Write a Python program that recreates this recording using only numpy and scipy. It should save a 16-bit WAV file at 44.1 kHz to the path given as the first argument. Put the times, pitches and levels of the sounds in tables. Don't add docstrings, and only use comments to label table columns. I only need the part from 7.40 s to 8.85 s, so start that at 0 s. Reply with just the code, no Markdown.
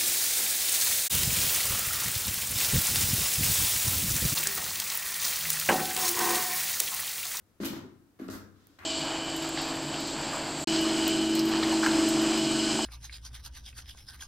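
import sys
import numpy as np
from scipy import signal
from scipy.fft import rfft, irfft, next_fast_len
from scipy.io import wavfile

SR = 44100
rng = np.random.default_rng(int(sys.argv[2]) if len(sys.argv) > 2 else 0)


def materialize(psi):
    bounded = np.clip(np.atleast_2d(psi).T, -1, 1)
    quanta = np.round(bounded * 32767).astype(np.int16)
    wavfile.write(sys.argv[1], SR, quanta)


N = 63945


def amp(db):
    return 10 ** (np.asarray(db) / 20)


def unit(x):
    return x / np.sqrt(np.mean(x ** 2) + 1e-20)


def read(points, hz):
    f, value = np.transpose(points)
    return np.interp(np.log(hz + 1), np.log(f + 1), value)


def fade(t, t60):
    return np.exp(-np.log(1000) * t / max(t60, 1e-3))


def clock(length):
    return np.arange(int(length * SR) + 1) / SR


def add(mix, start, sound):
    part = mix[..., max(round(start * SR), 0):][..., :sound.shape[-1]]
    part += sound[..., :part.shape[-1]]


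def colour(x, points, size=2048):
    log_gain = np.log(amp(read(points, abs(np.fft.fftfreq(size, 1 / SR)))))
    response = np.exp(np.conj(signal.hilbert(log_gain)))
    taps = np.fft.ifft(response).real[:size // 2]
    taps = taps / np.linalg.norm(taps)
    return signal.oaconvolve(np.atleast_2d(x), taps[None], axes=1)[:, :x.shape[-1]]


def pair(x):
    # frequency in Hz, how alike the sides are (1 is the same, 0 is unrelated).
    likeness = [(40, 0.8), (130, 0.73), (280, 0.65), (500, 0.77), (1000, 0.39), (16000, -0.0751)]
    size = next_fast_len(x.shape[1], True)
    a, b = rfft(x, size)
    same = np.clip(read(likeness, np.fft.rfftfreq(size, 1 / SR)), -1, 1)
    mid, side = a * np.sqrt((1 + same) / 2), b * np.sqrt((1 - same) / 2)
    return irfft(np.array([mid + side, mid - side]), size)[:, :x.shape[1]]


def air(hiss_db=-67.5, hum_db=-75, hum_hz=95, hum_width_hz=12):
    # frequency in Hz, strength in dB.
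    air_tone = [(20, -12), (50, -2), (95, 1), (140, -4), (270, 0), (450, -7), (800, -14), (1400, -13),
                (2500, -21), (8000, -24), (16000, -25)]
    hiss = unit(colour(rng.standard_normal((2, N)), air_tone))
    offset = (np.fft.rfftfreq(N, 1 / SR) - hum_hz) / hum_width_hz
    hum = unit(irfft(rfft(rng.standard_normal(N)) * np.exp(-offset ** 2), N))
    return amp(hiss_db) * pair(hiss) + amp(hum_db) * hum


def grains(size, per_second=6500, spread_db=4.5):
    out = np.zeros((2, size))
    height = np.minimum(rng.exponential(1, out.shape), 4)
    sign = np.sign(rng.random(out.shape) - .5)
    hit = rng.random(out.shape) < per_second / SR
    out[hit] = sign[hit] * amp(spread_db * height[hit])
    return unit(out)


def scuffs(size=16384):
    # start, rise, hold and fade time in seconds, rub level in dB,
    # grit level in dB, grit pitch in Hz, fizz level in dB.
    slides = [(0.197, 0.015, 0.016, 0.056, -49.5, -50, 5100, -56.5),
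              (0.226, 0.008, 0.0049, 0.051, -44.5, -44.5, 3230, -52.5),
              (0.245, 0.0031, 0.014, 0.05, -44, -38.5, 3790, -38),
              (0.333, .004, 0.034, 0.058, -63, -57, 3870, -63),
              (0.789, 0.0016, 0.059, 0.13, -56.5, -68.5, 4100, -68),
              (.899, 0.0013, 0.019, 0.089, -53.5, -50, 6000, -56),
              (.912, 0.03, 0.005, 0.095, -47.5, -55, 5430, -51.5),
              (1.119, 0.044, 0.18, 0.49, -74.5, -74.5, 4470, -100),
              (1.386, 0.0013, 0.089, 0.2, -62.5, -53.5, 1560, -85)]
    # multiple of its pitch, strength in dB.
    grit_tone = [(.1, -22.5), (.4, -17), (.62, -1), (.8, 2.5), (1.25, -2), (1.75, -6), (2.3, -16), (5, -27)]
    # frequency in Hz, strength in dB.
    rub_tone = [(30, -28.5), (55, 8), (200, 3), (550, 2.5), (900, -1), (1500, 4), (2300, -7), (4000, -15),
                (16000, -35)]
    fizz_tone = [(1000, -29), (5000, -14.5), (7800, 0), (8700, -4), (10800, 1), (11400, 7), (12800, 4),
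                 (14000, -1), (15300, 0.5)]
    t = np.arange(size) / SR
    rub, fizz, grit = np.zeros(N), np.zeros(N), np.zeros((2, N))
    for start, rise, hold, release, rub_db, grit_db, grit_hz, fizz_db in slides:
        swell = np.minimum(t / max(rise, 1e-3), 1) ** 2
        stroke = swell * fade(np.maximum(t - rise - hold, 0), release)
        add(rub, start, amp(rub_db) * stroke)
        add(fizz, start, amp(fizz_db) * stroke)
        tone = [(multiple * grit_hz, db) for multiple, db in grit_tone]
        add(grit, start, amp(grit_db) * colour(stroke * grains(size), tone))
    return grit + colour(rub * grains(N), rub_tone) + colour(fizz * grains(N), fizz_tone)


def knocks():
    # start in seconds, level in dB, fade time in seconds.
    hits = [(0.2015, -40, 0.05), (0.2345, -35, 0.033), (0.3322, -36, 0.043), (.366, -37.5, 0.021),
            (0.7969, -40, 0.013), (0.8867, -34.5, 0.023), (1.3891, -53, 0.0073)]
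    # frequency in Hz, strength in dB.
    knock_tone = [(40, -44.5), (150, -8), (400, -4), (700, -5), (1100, -10), (1550, -10), (2300, -21),
                  (5000, -28), (16000, -42)]
    force = np.zeros(N)
    for start, db, t60 in hits:
        add(force, start, amp(db) * fade(clock(t60), t60))
    return colour(force * rng.standard_normal((2, N)), knock_tone)


def thumps(rise_s=0.0019):
    # start in seconds, level in dB, pitch in Hz, fade time in seconds.
    landings = [(0.2019, -20.5, 327, 0.017), (0.207, -34.5, 210, 0.11), (0.229, -48, 87, 0.041),
                (.231, -27, 308, 0.054), (0.2491, -32, 276, 0.14), (0.273, -33, 269.7, 0.13),
                (.303, -33.5, 206, 0.035), (0.336, -26.5, 314.5, 0.029), (.368, -37.5, 268, 0.065),
                (0.41, -52.5, 102, 0.2), (0.446, -39.5, 358, 0.056), (0.7993, -31, 313, 0.037),
                (.817, -33.5, 263, 0.088), (.856, -42, 211.5, 0.061), (0.872, -39, 194.6, 0.075),
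                (.893, -48, 100.3, 0.19), (0.934, -39.5, 291.8, 0.051), (0.953, -44, 107, 0.035),
                (1.296, -59, 288.3, .12), (1.407, -56, 85, 0.36)]
    out = np.zeros(N)
    for start, db, hz, t60 in landings:
        t = clock(t60)
        loudness = amp(db) * (1 - np.exp(-t / rise_s)) * fade(t, t60)
        add(out, start, -loudness * np.sin(2 * np.pi * hz * t))
    return out


def cave(x, delay_s=0.0047, boom_db=-51, size=32768):
    # frequency in Hz, fade time in seconds.
    echo_times = [(60, 0.85), (250, 0.85), (500, 0.5), (1200, 0.57), (3000, 0.42), (6000, 0.41),
                  (11000, 0.26), (16000, 0.32)]
    # pitch in Hz, dB added to boom_db, fade time in seconds.
    standing_waves = [(94.96, -3, 0.93), (103, -24, 0.41), (176.2, -9, 0.31), (207.6, 5, .6),
                      (215.7, -1, 0.57), (268.77, 1.5, 0.46), (281.8, -8.5, 0.98), (325.3, -8.5, 1),
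                      (333.4, -3.5, 0.56), (375, 0.5, 0.29), (409, -8, 0.63), (652, -11, 0.12)]
    t = np.arange(size) / SR
    bounces = rng.choice([-1., 1.], (2, size)) * (rng.random((2, size)) < 1 / 10)
    hz, times, bands = signal.stft(pair(bounces), SR, nperseg=256)
    bands = bands * np.exp(-np.log(1000) * times / read(echo_times, hz)[:, None])
    echo = signal.istft(bands, SR)[1][:, :size] * (t > delay_s)
    echo *= np.sqrt(2) / np.linalg.norm(echo)
    boom = sum(amp(boom_db + db) * fade(t, t60) * np.cos(2 * np.pi * pitch * t)
               for pitch, db, t60 in standing_waves)
    return signal.fftconvolve(x, echo + boom, axes=1)[:, :N]


def ticks(t60=0.0076, octave_away_db=-13, size=1024):
    # start in seconds, level in dB, pitch in Hz, left minus right level in dB.
    clicks = [(.883, -47, 5000, 0), (.9005, -46, 5850, 4), (1.2702, -45.5, 14000, -2),
              (1.391, -49.5, 3930, 6)]
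    out = np.zeros((2, N))
    for start, db, hz, pan_db in clicks:
        snap = amp(db) * fade(np.arange(size) / SR, t60) * rng.standard_normal((2, size))
        tone = [(hz / 2, octave_away_db), (hz, 0), (hz * 2, octave_away_db)]
        add(out, start, amp([[pan_db / 2], [-pan_db / 2]]) * colour(snap, tone))
    return out


def scene(thump_echo_db=-3, sole_direct_db=-2, tick_echo_db=-10):
    weight = thumps()
    sole = pair(knocks() + scuffs())
    clicks = ticks()
    echo = cave(amp(thump_echo_db) * weight + sole + amp(tick_echo_db) * clicks)
    return weight + amp(sole_direct_db) * sole + clicks + echo + air()


def record(dry, cutoff_hz=15850, size=65536):
    # frequency in Hz, left minus right level in dB.
    balance = [(60, 5.5), (270, 1), (450, 3.5), (1000, 0.7), (2000, 1), (5000, 3), (9000, 3), (12000, -4.5),
               (16000, -7)]
    lean_db = read(balance, np.fft.rfftfreq(size, 1 / SR)) / 2
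    heard = irfft(rfft(dry, size) * amp([lean_db, -lean_db]))[:, :N]
    treble_cut = signal.firwin(511, cutoff_hz, window=("kaiser", 9), fs=SR)
    return signal.oaconvolve(heard, treble_cut[None], "same")


dry = scene()
out = record(dry)
materialize(out)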